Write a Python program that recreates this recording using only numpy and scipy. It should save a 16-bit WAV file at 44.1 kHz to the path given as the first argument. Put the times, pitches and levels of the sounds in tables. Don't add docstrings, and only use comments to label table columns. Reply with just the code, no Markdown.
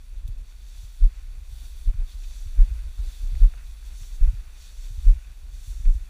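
import sys
import numpy as np
from scipy import signal
from scipy.fft import rfft, irfft, next_fast_len
from scipy.io import wavfile
from scipy.ndimage import uniform_filter1d

SR = 44100
rng = np.random.default_rng(int(sys.argv[2]) if len(sys.argv) > 2 else 0)


def transcribe(signal):
    frames = np.atleast_2d(signal).T
    limited = np.clip(frames, -1, 1)
    pcm = np.round(limited * 32767).astype(np.int16)
    wavfile.write(sys.argv[1], SR, pcm)


N = 268921
T = np.arange(N) / SR

# time in s, level of its steady blade rustle in dB.
GROWTH = [(0, -69), (.35, -69.5), (1.3, -67.5), (2, -67.5), (2.75, -65), (3.65, -66), (4.4, -66),
          (5.4, -67.5), (6.1, -68)]
# full weight in s, thud peak in dB, thud pitch in Hz, build-up in s, settling in s,
# heel knock in dB, sole bump in dB, crunch in dB.
STEPS = [(1.044, -4, 32.5, 0.024, 0.026, -26.5, -30.5, -60.5),
         (1.895, -10, 33, 0.027, 0.013, -23, -34, -67),
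         (2.011, -16.5, 30, 0.037, 0.041, -29.5, -39.5, -61.5),
         (2.611, -3, 31.4, 0.022, 0.025, -21, -38, -56), (3.438, -3, 34.1, 0.025, 0.032, -21, -32.5, -54.5),
         (4.236, -4.5, 28.2, 0.02, 0.026, -23, -35.5, -59.5),
         (4.282, -10.5, 38, 0.0068, 0.02, -33, -35, -61),
         (5.088, -3, 33.3, 0.024, 0.035, -22.5, -32.5, -56),
         (5.884, -6.5, 27.5, 0.028, 0.044, -30, -29, -66)]
# frequency in Hz, density in dB per Hz.
FLUTTER = [(35, -7.5), (60, 10.5), (85, -3.5), (120, -9), (160, -15), (215, -24), (500, -34), (1000, -41.5)]


def undb(db):
    return 10 ** (np.asarray(db) / 20)


def curve(rows):
    s, *columns = np.transpose(rows)
    return [np.interp(T, s, c) for c in columns]


def colour(x, points):
    size = next_fast_len(N)
    hz, db = np.transpose(points)
    f = np.maximum(np.fft.rfftfreq(size, 1 / SR), 1)
    gain = undb(np.interp(np.log(f), np.log(hz), db))
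    skirts = np.minimum(f / hz[0], 1) ** 2 * np.minimum(hz[-1] / f, 1) ** 2
    y = irfft(rfft(x, size) * gain * skirts, size)[:N]
    return y / np.std(y)


def walk(rate_hz):
    k = max(int(SR / rate_hz), 1)
    held = rng.standard_normal(N)[np.arange(N) // k]
    y = uniform_filter1d(held, k)
    return y / np.std(y)


def crackle(per_s, spread_db):
    hit = rng.random(N) < per_s / SR
    sign = rng.choice([-1, 1], N)
    strength = undb(spread_db * np.minimum(rng.exponential(size=N), 5))
    return hit * sign * strength


def swell(at_s, rise_s, fall_s):
    return np.exp(-((T - at_s) / np.where(T < at_s, rise_s, fall_s)) ** 2)


def eddies(points, hold_s):
    y = colour(rng.standard_normal(N), points)
    local_power = uniform_filter1d(y ** 2, int(hold_s * SR))
    return y / np.sqrt(local_power + 0.0013)


def sweep():
    # fastest moment in s, rise in s, fall in s, swish in dB,
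    # stalk rub relative to it in dB, tip hiss relative to it in dB; grass() trims the last two.
    brushes = [(.07, .05, 0.067, -73.5, -2, 4), (.51, .07, 0.045, -69.5, 2.5, -7),
               (.8, 0.22, 0.083, -62, 0.5, -6), (1.02, 0.32, .07, -68, 2.5, 1),
               (1.62, 0.15, 0.16, -64.5, 5, 2.5), (1.83, 0.083, 0.067, -66.5, 2, 2.5),
               (2.105, 0.044, 0.059, -63.5, 6, -3), (2.34, 0.2, 0.18, -60.5, -2, -6.5),
               (3.1, .13, 0.25, -64.5, 4.5, -1), (3.41, .08, 0.083, -65, 2, -3),
               (3.7, 0.081, 0.045, -67.5, -5, -4), (3.87, 0.036, .04, -64.5, 0, -3),
               (4.02, 0.12, 0.21, -60, -5, -5.5), (4.645, 0.1, 0.078, -60.5, 2, -8),
               (4.84, 0.15, 0.11, -60.5, -5, -8.5), (5.04, 0.12, 0.11, -63.5, 0.5, -3),
               (5.669, 0.14, 0.14, -59.5, -3.5, -5), (5.9, 0.19, 0.16, -63.5, -10, -6)]
    growth_rub_db, growth_tips_db = 2.63, 0.05
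    growth_db, = curve(GROWTH)
    humps = np.array([swell(at, rise, fall) ** 2 for at, rise, fall, *_ in brushes])
    swish_db, rub_db, tips_db = np.transpose(brushes)[3:]
    parts = [(growth_db, swish_db),
             (growth_db + growth_rub_db, swish_db + rub_db),
             (growth_db + growth_tips_db, swish_db + tips_db)]
    return [10 * np.log10(undb(steady) ** 2 + undb(peaks) ** 2 @ humps) for steady, peaks in parts]


def grass(swish_db, rub_db, tips_db):
    # frequency in Hz, density in dB per Hz.
    blade_spectrum = [(2500, -21), (4500, -18), (5600, 0), (6500, -1), (7700, -3), (8700, -12.5),
                      (10000, -22), (13000, -44)]
    tip_spectrum = [(6500, -11), (8500, -4), (9400, -3.5), (10400, -4), (11200, -9), (12500, -9.5),
                    (13700, -5.5), (14500, -11), (15300, -7.5)]
    stalk_spectrum = [(1500, -17), (2400, -14), (3000, -6), (3600, -1), (4500, -1.5), (5300, -6.5),
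                      (7000, -15.5)]
    tips_trim_db, rub_trim_db = 2.5, -0.15
    speed = undb(swish_db - swish_db.max())
    blades = colour(crackle(per_s=2500 + 14000 * speed, spread_db=2.5), blade_spectrum)
    tips = colour(crackle(per_s=3000 + 14000 * speed, spread_db=1.0), tip_spectrum)
    stalks = colour(crackle(per_s=1500 + 7000 * speed, spread_db=2.0), stalk_spectrum)
    catch_db = 0.5 * walk(30)
    return (blades * undb(swish_db + catch_db + 0.8 * walk(30))
            + tips * undb(tips_db + catch_db + tips_trim_db)
            + stalks * undb(rub_db + catch_db + rub_trim_db + 0.53 * walk(25)))


def litter(rub_db):
    # frequency in Hz, density in dB per Hz.
    litter_spectrum = [(150, 2), (300, -1.5), (500, -1.5), (1000, -1), (1500, -1), (2000, 0), (2700, -1),
                       (3500, -11.5), (6000, -22)]
    rebound_spectrum = [(700, -14.5), (1500, -4.5), (2300, -5.5), (2800, -3.5), (3300, -21.5), (5000, -13)]
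    litter_db, drag_db = 1, -9.5
    rebound_db = -61.0
    growth_db, = curve(GROWTH)
    stir = np.hypot(undb(growth_db + litter_db), undb(rub_db + drag_db))
    shifting = colour(crackle(per_s=3000, spread_db=0.5), litter_spectrum) * stir * undb(1.0 * walk(27))
    releases = [undb(thud_db + rebound_db) * swell(at + .11, 0.084, 0.14) for at, thud_db, *_ in STEPS]
    rebounding = colour(crackle(per_s=1700, spread_db=1.5), rebound_spectrum)
    return shifting + np.max(releases, axis=0) * rebounding


def air():
    # start in s, end in s, rumble in dB, added in power to the breeze.
    gusts = [(0.14, 0.401, -30.5), (.74, .87, -37.5), (1.153, 1.42, -36), (1.493, 1.81, -39.5),
             (2.153, 2.384, -33.5), (2.415, 2.893, -31.5), (3.003, 3.067, -26.5), (3.23, 3.367, -24.5),
             (3.52, 3.735, -37), (3.857, 4.083, -35.5), (4.122, 4.41, -30.5), (4.795, 5.172, -32),
             (5.44, 5.627, -38), (5.708, 6.034, -31.5)]
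    # frequency in Hz, density in dB per Hz.
    rumble_spectrum = [(10, -51), (20, -9), (32, 1), (45, -5.5), (60, -10), (85, -39), (150, -57)]
    whoosh_spectrum = [(200, -1.5), (330, -1), (600, -7), (1200, -15)]
    breeze_db, gust_edge_s = -40.5, 0.026
    whoosh_db = -41.5
    power = undb(breeze_db) ** 2
    for start, end, db in gusts:
        outside_s = T - np.clip(T, start, end)
        gust = undb(db) * np.exp(-(outside_s / gust_edge_s) ** 2)
        power = power + gust ** 2
    rumble_db = 10 * np.log10(power) + 1.13 * walk(24)
    flutter_db = -56 + 0.43 * (rumble_db - breeze_db) + 1.4 * walk(15)
    rumble = eddies(rumble_spectrum, hold_s=.06) * undb(rumble_db)
    flutter = eddies(FLUTTER, hold_s=0.0526) * undb(flutter_db)
    whoosh = colour(rng.standard_normal(N), whoosh_spectrum) * undb(rumble_db + whoosh_db + 1.3 * walk(40))
    return rumble + flutter + whoosh


def knock(at_s, db, hz):
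    return undb(db) * swell(at_s, 0.45 / hz, 0.83 / hz) * np.cos(2 * np.pi * hz * (T - at_s))


def knocks():
    # time in s, peak in dB, pitch in Hz.
    mount_shifts = [(0.256, -30, 64), (0.291, -28.5, 92), (.84, -37, 78), (1.524, -34.5, 74.6),
                    (1.947, -28, 79), (2.035, -36, 77.5), (2.468, -27.5, 61), (2.719, -22, 52.4),
                    (2.997, -22.5, 56.5), (3.242, -26.5, 55.3), (3.328, -28.5, 83), (4.019, -34, 76),
                    (4.338, -27.5, 87.5), (4.912, -33.5, 84.5), (4.984, -28.5, 66.5), (5.162, -26.5, 54.4),
                    (5.683, -31, 74.5), (5.805, -34.5, 77.5), (5.958, -22, 52.6)]
    return sum(knock(at, db, hz) for at, db, hz in mount_shifts)


def snaps():
    # time in s, level in dB, centre in Hz, decay in s.
    stalk_breaks = [(0.2768, -51, 3620, 0.0036), (0.278, -52, 9700, 0.0088), (.39, -65, 400, 0.03),
                    (1.876, -55, 1900, 0.007), (1.936, -57, 1400, 0.0069), (2.236, -51.5, 3870, .012),
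                    (2.432, -58, 3600, 0.0058), (2.47, -57, 1690, 0.013), (2.98, -60, 800, 0.039),
                    (3.353, -49, 2560, 0.0038), (3.5372, -46.5, 1000, 0.0048), (3.575, -59.5, 1400, 0.05),
                    (3.824, -56, 1500, 0.0054), (4.032, -53.5, 2110, 0.0074), (4.478, -57.5, 1490, 0.009),
                    (5.854, -49, 1600, 0.0053)]
    break_db, break_lag_s, break_hz, break_decay_s = -49, .005, 1750, 0.0053
    underfoot = [(at + break_lag_s, thud_db + break_db, break_hz, break_decay_s)
                 for at, thud_db, *_ in STEPS]
    out = np.zeros(N)
    t = T[:SR // 5]
    for at, db, hz, decay in underfoot + stalk_breaks:
        edges_hz = np.clip([hz / 1.7, hz * 1.7], 100, .45 * SR)
        band = signal.butter(2, edges_hz, "band", fs=SR, output="sos")
        fibres = signal.sosfilt(band, rng.standard_normal(len(t)))
        burst = undb(db) * fibres / np.std(fibres) * np.exp(-t / decay)
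        start = int(at * SR)
        out[start:start + len(t)] += burst[:N - start]
    return out


def footfalls(heel_hz=70):
    # frequency in Hz, density in dB per Hz.
    crunch_spectrum = [(150, -3), (280, -6.5), (500, 0.5), (900, -4.5), (1600, -2.5), (2600, -7),
                       (4000, -24), (9000, -13.5)]
    bump = eddies(FLUTTER, hold_s=0.038)
    stems = colour(crackle(per_s=3000, spread_db=3.5), crunch_spectrum)
    out = np.zeros(N)
    for at, thud_db, hz, rise, fall, heel_db, bump_db, crunch_db in STEPS:
        out += knock(at - .5 / hz, heel_db, heel_hz)
        out -= undb(thud_db) * swell(at, rise, fall) * np.cos(2 * np.pi * hz * (T - at))
        out += undb(bump_db) * swell(at, 0.013, 0.018) * bump
        out += undb(crunch_db) * swell(at - .007, 0.03, 0.04) * stems
    return out


def scene():
    swish_db, rub_db, tips_db = sweep()
    growth = grass(swish_db, rub_db, tips_db) + litter(rub_db)
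    return (growth + air() + knocks() + snaps() + footfalls())[None]


def record(dry):
    # centre in Hz, width in Hz, gain in dB.
    port = [(1475, 74, 3.5), (2516, 154, 4), (2820, 114, -1), (3180, 58, -5.5), (3530, 275, 3),
            (4130, 190, -2), (4490, 140, 2.5), (5085, 203, -5.5), (6850, 120, -3.5), (8700, 440, -3),
            (9400, 240, 1.5)]
    top_hz = 15350
    size = next_fast_len(N + SR // 10)
    f = np.fft.rfftfreq(size, 1 / SR)
    port_db = sum(db * np.exp(-((f - hz) / width) ** 2) for hz, width, db in port)
    heard = irfft(rfft(dry, size) * undb(port_db), size)[:, :N]
    return signal.sosfilt(signal.ellip(12, .1, 90, top_hz, fs=SR, output="sos"), heard)


dry = scene()
out = record(dry)
transcribe(out)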